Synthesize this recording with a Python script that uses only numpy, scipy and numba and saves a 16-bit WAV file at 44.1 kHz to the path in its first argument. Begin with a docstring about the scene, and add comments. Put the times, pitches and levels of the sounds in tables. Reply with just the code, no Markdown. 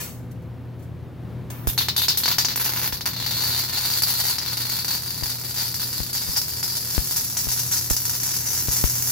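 """A MIG torch fills the bore of a small steel gear on a workshop bench, close to a phone.
The wire stubs and pops, then the arc settles into a frying crackle: noise snaps drive a ringing bore and hiss.
The bore's resonance climbs overall as it fills, and surges swell the arc. Noise bursts make spits and spatter
ticks, gas hisses, and beads thump a microphone port; sine lines and coloured noise make the welder and its fan."""
import sys
import numpy as np
from scipy import signal
from scipy.fft import rfft, irfft
from scipy.io import wavfile
from scipy.ndimage import uniform_filter1d
from numba import njit

SR = 44100
rng = np.random.default_rng(int(sys.argv[2]) if len(sys.argv) > 2 else 0)


def dump_mix(stems):
    """Bounce the given channels to the path in sys.argv[1] as a 16-bit WAV at rate SR."""
    frames = np.atleast_2d(stems).T  # one column per channel
    limited = np.clip(frames, -1, 1)  # hard clip at full scale
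    pcm = np.round(limited * 32767).astype(np.int16)
    wavfile.write(sys.argv[1], SR, pcm)


N = 401751


def undb(db):
    """Decibels to gain."""
    return 10 ** (np.asarray(db) / 20)


def unit(x):
    """Scale to rms 1."""
    return x / np.sqrt(np.mean(x ** 2))


def curve(table):
    """Rows of (time, value), joined by straight lines."""
    return np.interp(np.arange(N) / SR, *np.transpose(table))


def walk(rate):
    """Smooth random drift with rms 1, drawing `rate` new values per second."""
    step = max(int(SR / rate), 1)
    drift = np.repeat(rng.standard_normal(N // step + 1), step)
    drift = uniform_filter1d(uniform_filter1d(drift, step), step)
    return unit(drift[:N])


def impulses(times, sizes):
    """One impulse of each size at each time."""
    return np.bincount((np.maximum(times, 0) * SR).astype(int), sizes, N)[:N]


def fade(x, seconds):
    """Give every impulse an exponential tail."""
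    return signal.lfilter([1], [1, -np.exp(-1 / (seconds * SR))], x + 1e-18)


def fizz(snaps, seconds):
    """A short puff of noise after each snap."""
    return fade(snaps, seconds) * rng.standard_normal(N)


def colour(x, spectrum, size=4096):
    """Causal minimum-phase filter with the given spectrum shape; white noise keeps its level."""
    hz, db = np.transpose(spectrum)
    bins = np.maximum(np.arange(size // 2 + 1) * SR / size, 1)
    gain = undb(np.interp(np.log(bins), np.log(hz), db))
    # folding the cepstrum forward in time makes the response causal
    cepstrum = irfft(np.log(gain))
    cepstrum[1:size // 2] *= 2
    cepstrum[size // 2 + 1:] = 0
    response = irfft(np.exp(rfft(cepstrum)))
    return signal.fftconvolve(x, response / np.linalg.norm(response))[:N]


# echoes off the glove and torch, gains before the layer's echo level: delay_ms, left_gain, right_gain
GLOVE_ECHOES = [(1.08, 0.033, 0.082), (2.42, 0.41, 0.59), (4.42, 0.5, 0.045)]
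ROOM_T60_S = 0.32
PORT_LAG = 1.4  # samples by which the right port hears the direct sound later


def paths(echo_db, bench_db, room_db, pan_db):
    """Impulse response at two ports: direct sound, near echoes, scatter off the bench and the room's tail."""
    t = np.arange(SR // 2) / SR
    scatter, tail = rng.standard_normal((2, 2, len(t)))
    scatter *= np.exp(-t / 0.013) * (1 - np.exp(-t / 0.00039))
    tail *= undb(-60 * t / ROOM_T60_S) * (1 - np.exp(-t / 0.0017))
    ports = undb(bench_db) * scatter / np.linalg.norm(scatter[0])
    ports = ports + undb(room_db) * tail / np.linalg.norm(tail[0])
    # direct sound: a windowed sinc places the fractional lag
    ports[:, :13] += np.sinc(np.arange(-6, 7) - np.array([[0], [PORT_LAG]])) * np.hanning(13)
    for delay_ms, left, right in GLOVE_ECHOES:
        ports[:, int(delay_ms * SR / 1000)] += undb(echo_db) * np.array([left, right])
    balance = undb(np.array([[pan_db], [-pan_db]]) / 2)
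    return ports * balance / np.linalg.norm(ports, axis=1, keepdims=True)


def workshop(x, echo_db, bench_db, room_db, pan_db):
    """The sound hops between two spots on the pool, and each spot scatters differently."""
    first_spot = walk(60) > 0
    out = 0
    for here in (first_spot, ~first_spot):
        response = paths(echo_db, bench_db, room_db, pan_db)
        out = out + signal.fftconvolve((x * here)[None], response, axes=1)[:, :N]
    return out


# hot spits and ticks with no steady arc: start_s, level_db, decay_s
SPIT_EVENTS = [(0.0, -25.5, 0.058), (0.312, -38.5, 0.0032), (0.419, -51, .005), (0.792, -48, .008),
               (0.821, -49, 0.022), (1.502, -22, 0.0032)]
# tone of a spit, relative: freq_hz, level_db
SPIT_TONE = [(300, -3.5), (2500, -5.5), (5000, -7.5), (7200, -2.5), (9300, -6.5), (12000, -3),
             (15500, -1.5)]
# shielding gas after the valve opens: time_s, level_db
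GAS_LEVEL = [(1.49, -100), (1.51, -38), (1.66, -43), (1.8, -46)]
# tone of the gas hiss, relative: freq_hz, level_db
GAS_TONE = [(200, -11), (900, -1.5), (2000, -6.5), (4000, -14.5), (9000, -20), (14000, -4.5)]


def spits():
    """Hot metal spits, sparks tick on the bench, and the gas valve opens with a spurt and keeps hissing."""
    envelope = sum(fade(impulses([s], [undb(db)]), decay) for s, db, decay in SPIT_EVENTS)
    spit = colour(envelope * rng.standard_normal(N), SPIT_TONE)
    gas = undb(curve(GAS_LEVEL)) * colour(rng.standard_normal(N), GAS_TONE)
    return workshop(spit + gas, echo_db=-7, bench_db=5.5, room_db=-0.5, pan_db=1.5)


# steady lines of transformer and fan, before the final trims: pitch_hz, level_db
HUM_LINES = [(84, -46), (120, -39), (251, -54), (360, -59.5), (500, -60.5)]
# tone of the fan's rush, relative: freq_hz, level_db
FAN_TONE = [(25, -29), (50, -13), (75, -11), (110, -5.5), (165, -5), (210, -12.5), (300, -16), (500, -22),
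            (900, -29), (2000, -37.5), (4000, -45.5), (8000, -56.5), (15000, -52.5)]
# gain ride over the whole welder: time_s, gain_db
WELDER_GAIN = [(1.15, 1.4), (1.3, 4.5), (1.62, 3), (1.9, -0.5), (3.0, -2), (3.4, 0.5), (3.7, -3), (9.1, -2)]


def welder():
    """Transformer and fan lines waver in level and phase over the noise rush of the fan."""
    t = np.arange(N) / SR
    hum = np.zeros(N)
    for hz, db in HUM_LINES:
        level = undb(db + 2 * walk(7)) * np.sqrt(2)
        hum += level * np.sin(2 * np.pi * hz * t + .5 * walk(10))
    mid, side = (colour(rng.standard_normal(N), FAN_TONE) for _ in range(2))
    rush = undb(-40.0) * (mid + undb(-10.0) * side * np.array([[1], [-1]]))
    balance_db = np.array([[.6], [-.6]])
    return undb(curve(WELDER_GAIN) + balance_db) * (undb(-0.5) * hum + rush)


def droplets(rate, scatter_db, count=6000):
    """Uneven snaps as drops of metal leave the wire; the steady feed evens out their power."""
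    gaps = rng.gamma(1.4, 1, count)
    chance = np.clip(rng.standard_normal(count), -2, 2)
    gaps = gaps / gaps.mean()
    # a longer wait grows a bigger drop
    snaps = impulses(np.cumsum(gaps) / rate, np.sqrt(gaps) * undb(scatter_db * chance))
    power = uniform_filter1d(snaps ** 2, size=SR // 16)
    return snaps / np.sqrt(np.maximum(power, 1e-6))


def held(start, length, rise_s, fall_s):
    """Exponential attack, hold and release, between 0 and 1."""
    age = np.maximum(np.arange(N) / SR - start, 0)
    return (1 - np.exp(-age / rise_s)) * np.exp(-np.clip((age - length) / fall_s, 0, 20))


# the wire shorts and blows apart, levels before the layer gains: start_s, crack_db, ring_db, sizzle_db
WIRE_POPS = [(1.671, -49, -48, -24), (1.778, -18.5, -12.5, -26), (1.81, -21, -24, -33),
             (1.885, -14.5, -11, -39), (1.964, -23, -15.5, -23), (2.019, -23, -25, -27),
             (2.083, -17.5, -8, -26), (2.173, -28, -18, -18.5), (2.235, -23, -14, -34),
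             (2.258, -15, -13, -42), (2.28, -17, -30, -39), (2.384, -13.5, -8.5, -24),
             (2.448, -18, -11.5, -35), (2.559, -21.5, -44, -23), (2.598, -26, -33, -26.5),
             (2.644, -31, -23, -23), (2.925, -24, -22, -39), (3.009, -26.5, -20.5, -36),
             (3.057, -24, -17, -28), (4.021, -22, -17, -23), (4.384, -23, -15, -33),
             (5.234, -27, -20.5, -29), (5.742, -28, -20.5, -28), (6.13, -36, -21, -27),
             (6.363, -27.5, -18, -31), (6.629, -28, -15.5, -29), (7.369, -27.5, -14, -29),
             (7.9, -29, -19, -23)]


def shorts(short_s, dip_db):
    """The arc sinks during the short circuit before each pop."""
    t = np.arange(N) / SR
    gate = np.ones(N)
    for s, *_ in WIRE_POPS:
        gate[(t > s - short_s) & (t < s)] *= undb(dip_db)
    return gate


# arc lights at a pop, burns briefly and dies, before layer gains: start_s, length_s, crack_db, ring_db, sizzle_db
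ARC_STARTS = [(1.672, 0.026, -39, -39, -25), (1.781, 0.025, -28.5, -23, -24),
              (1.962, 0.064, -36, -26.5, -24.5), (2.081, 0.035, -35, -27, -33),
              (2.174, 0.053, -40, -38, -28), (2.238, 0.083, -30.5, -26.5, -30),
              (2.384, 0.025, -32.5, -25.5, -36), (2.442, .07, -36.5, -31.5, -44),
              (2.557, 0.31, -33.5, -35, -31.5), (2.919, 0.017, -36, -30.5, -29.5),
              (3.054, .018, -31.5, -34.5, -32)]
# the arc once it holds, between surges, before layer gains: time_s, ring_db, sizzle_db
STEADY_ARC = [(3.1, -39, -52), (3.269, -31.5, -33), (3.58, -29, -26.5), (3.7, -33.5, -35),
              (3.78, -30.5, -29), (4.16, -29.5, -25), (4.31, -28.5, -23.5), (4.37, -37.5, -42),
              (4.56, -33, -32.5), (4.75, -36, -33), (5.15, -39, -34), (6.1, -38.5, -32.5),
              (6.7, -35.5, -30), (7.3, -37.5, -29), (8.3, -35.5, -29.5), (9.05, -32.5, -24.5)]
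# crack of the steady arc relative to its ring: time_s, level_db
CRACK_BODY = [(3.1, -5.5), (4.6, -5), (6.5, -9)]
# the wire digs into the pool and the arc swells: start_s, length_s, rise_db
ARC_SURGES = [(4.385, 0.072, 3), (4.467, 0.016, 8.5), (4.778, 0.015, 6), (4.867, 0.1, 6), (5.07, .04, 3),
              (5.224, 0.11, 6.5), (5.554, .11, 8), (5.797, 0.03, 10), (5.946, 0.074, 3.5),
              (6.134, 0.046, 7), (6.196, 0.035, 7), (6.348, 0.035, 10.5), (6.55, 0.024, 1.5),
              (6.62, 0.2, 2), (6.935, 0.024, 7), (7.102, 0.02, 5.5), (7.156, 0.041, 6.5), (7.346, 0.065, 6),
              (7.485, 0.043, 8), (7.55, 0.066, 6.5), (7.707, 0.074, 8), (7.897, 0.078, 5),
              (8.047, 0.093, 3.5), (8.228, 0.14, 5.5), (8.463, 0.14, 4), (8.707, 0.066, 4),
              (8.85, 0.025, 4)]
SURGE_RISE_S, SURGE_FALL_S, DIE_OUT_S = 0.003, 0.0064, 0.025
SIZZLE_SHARE = 0.63  # share of a surge's dB rise that the plasma follows
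FLUTTER_DB, FLUTTER_RATE = 1.0, 25  # rms chance swing of the arc, new values per second


def burning():
    """Strength of crack, ring and sizzle: false starts, then a steady arc that surges and flutters."""
    t = np.arange(N) / SR
    times, *levels = np.transpose(STEADY_ARC)
    ring_db, sizzle_db = (np.interp(t, times, db) for db in levels)
    surge_db = sum(db * held(s, length, SURGE_RISE_S, SURGE_FALL_S) for s, length, db in ARC_SURGES)
    crack_db = ring_db + curve(CRACK_BODY) + surge_db
    steady = undb([crack_db, ring_db + surge_db, sizzle_db + SIZZLE_SHARE * surge_db])
    steady = (t > times[0]) * steady
    starts = sum(undb(db)[:, None] * held(s, length, SURGE_RISE_S, DIE_OUT_S)
                 for s, length, *db in ARC_STARTS)
    flutter = undb(FLUTTER_DB * walk(FLUTTER_RATE))
    return (starts + steady) * flutter * shorts(short_s=0.017, dip_db=-8)


@njit
def resonate(x, hz, width):
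    """State-variable band-pass with a moving centre and width in Hz, gain 1 at the centre."""
    y, band, low = np.empty(len(x)), 0., 0.
    for i in range(len(x)):
        g, damping = np.tan(np.pi * hz[i] / SR), width[i] / hz[i]
        v = (band + g * (x[i] - low)) / (1 + g * (g + damping))
        band = 2 * v - band
        low = low + 2 * g * v
        y[i] = damping * v
    return y


# resonance of the bore, climbing overall as it fills, before heat and slosh: time_s, pitch_hz
BORE_PITCH = [(1.8, 3660), (2.0, 3790), (2.7, 4650), (3.2, 4370), (4.3, 4530), (5.6, 4690), (6.8, 4940),
              (7.4, 5450), (9.1, 5900)]
# width of that resonance, least under a calm arc, greatest when nearly full: time_s, width_hz
BORE_SPREAD = [(1.7, 1100), (2.7, 1390), (3.3, 745), (6.8, 800), (7.4, 2050), (9.1, 2010)]
# tone of the open crack, relative: freq_hz, level_db
CRACK_TONE = [(100, -28.5), (300, -2.5), (600, -5.5), (850, 2), (1300, 0.5), (1900, 3), (2400, 0),
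              (3500, 0), (5000, -3), (7000, -2.5), (9200, -22.5), (11500, 1), (15500, 9)]
# tone of the sizzle while the arc flares in the open, relative: freq_hz, level_db
FLARE_TONE = [(500, -28), (3300, -10), (5500, 2.5), (7500, -3), (9200, -3.5), (10500, 2.5), (11500, 10.5),
              (12700, 10.5), (13700, 4), (14700, 11), (15600, 0.5)]
# tone of the sizzle once the arc settles into the bore, relative: freq_hz, level_db
SIZZLE_TONE = [(500, -28.5), (3300, -10.5), (5500, 2.5), (7500, 1), (9200, -4.5), (10200, 2), (11000, 9),
               (12500, 8.5), (13700, -10.5), (14700, 14.5), (15600, -3.5)]
HEAT_RISE_HZ, COOL_S = 2430, 0.025  # a pop of ring level 1 heats the gas and briefly lifts the resonance


def arc():
    """Droplet snaps and pops crack in the open, ring the bore and set the plasma sizzling."""
    cracking, ringing, plasma = burning()
    snaps = droplets(rate=255, scatter_db=4.6)  # drops per second
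    frying = unit(fizz(snaps, 0.00048) + undb(-13) * fizz(snaps, 0.016))
    times, *levels = np.transpose(WIRE_POPS)
    pop_crack, pop_ring, pop_sizzle = (impulses(times, undb(db)) for db in levels)

    crack = cracking * (undb(11.5) * snaps + undb(5.5) * frying)
    # a whole stub of wire blowing apart pushes for longer than a droplet, so it cracks fuller
    crack = crack + undb(25) * fade(pop_crack, .00003)

    sparks = unit(snaps + undb(-2) * frying)
    sizzle = undb(1.5) * plasma * sparks
    sizzle = sizzle + undb(5.5) * fizz(pop_sizzle, 0.014) + undb(12.5) * fizz(pop_sizzle, 0.00053)
    settled = np.arange(N) / SR > STEADY_ARC[0][0]
    sizzle = colour(sizzle * ~settled, FLARE_TONE) + colour(sizzle * settled, SIZZLE_TONE)

    ring = ringing * (undb(-1.5) * snaps + frying)
    ring = ring + undb(16) * pop_ring + undb(-4) * fizz(pop_ring, 0.006)
    bore_hz = curve(BORE_PITCH) + HEAT_RISE_HZ * fade(pop_ring, COOL_S)
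    bore_hz = bore_hz * (1 + 0.014 * walk(40))  # the molten pool sloshes
    width_hz = curve(BORE_SPREAD)
    ring = resonate(ring, bore_hz, width_hz) * np.sqrt(SR / width_hz)  # a wider peak is lower
    ring = undb(-3) * resonate(ring, bore_hz, np.full(N, 4200.))  # little gets out far from the resonance

    # the bore beams upward, so its ring arrives mostly by reflection
    return (workshop(colour(crack, CRACK_TONE), echo_db=-18, bench_db=-7, room_db=-9, pan_db=.6)
            + workshop(ring, echo_db=-1, bench_db=12.5, room_db=6, pan_db=3.0)
            + workshop(sizzle, echo_db=-10, bench_db=-3, room_db=-4, pan_db=.4))


# spatter strikes a microphone port, signed pushes before the thump gain: start_s, left_push, right_push
BEAD_HITS = [(1.6728, 0.025, 0.34), (2.928, 0.071, 0.0063), (5.2257, 0.12, -0.005), (6.004, 0.15, 0.0056),
             (6.288, 0.092, -0.02), (6.98, 0.45, 0.011), (7.471, 0.12, -0.0062), (7.9088, 0.019, -0.28),
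             (8.685, 0.19, 0.018), (8.8406, 0.53, -0.022)]


def port_hits(hz=53, damping=0.55, sizzle_db=-17):
    """A hot bead gives a port a pressure step; the microphone's bass cut turns it into a thump."""
    times, *pushes = np.transpose(BEAD_HITS)
    omega = 2 * np.pi * hz
    bass_cut = signal.bilinear([1, 0, 0], [1, damping * omega, omega ** 2], SR)
    out = []
    for push in pushes:
        hits = impulses(times, push)
        thump = signal.lfilter(*bass_cut, fade(hits, 0.0054))
        sizzle = colour(fizz(hits, 0.025), SPIT_TONE)
        out.append(undb(3.5) * thump + undb(sizzle_db) * sizzle)
    return np.array(out)


def scene():
    """Everything on and around the bench."""
    return spits() + welder() + arc() + port_hits()


TOP_HZ = 15800


def record(dry):
    """The phone rounds the loudest peaks and cuts the top."""
    rounded = 1.3 * np.tanh(dry / 1.3)
    top_cut = signal.ellip(10, .2, 70, TOP_HZ, fs=SR, output="sos")
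    return signal.sosfilt(top_cut, rounded)


dry = scene()
out = record(dry)
dump_mix(out)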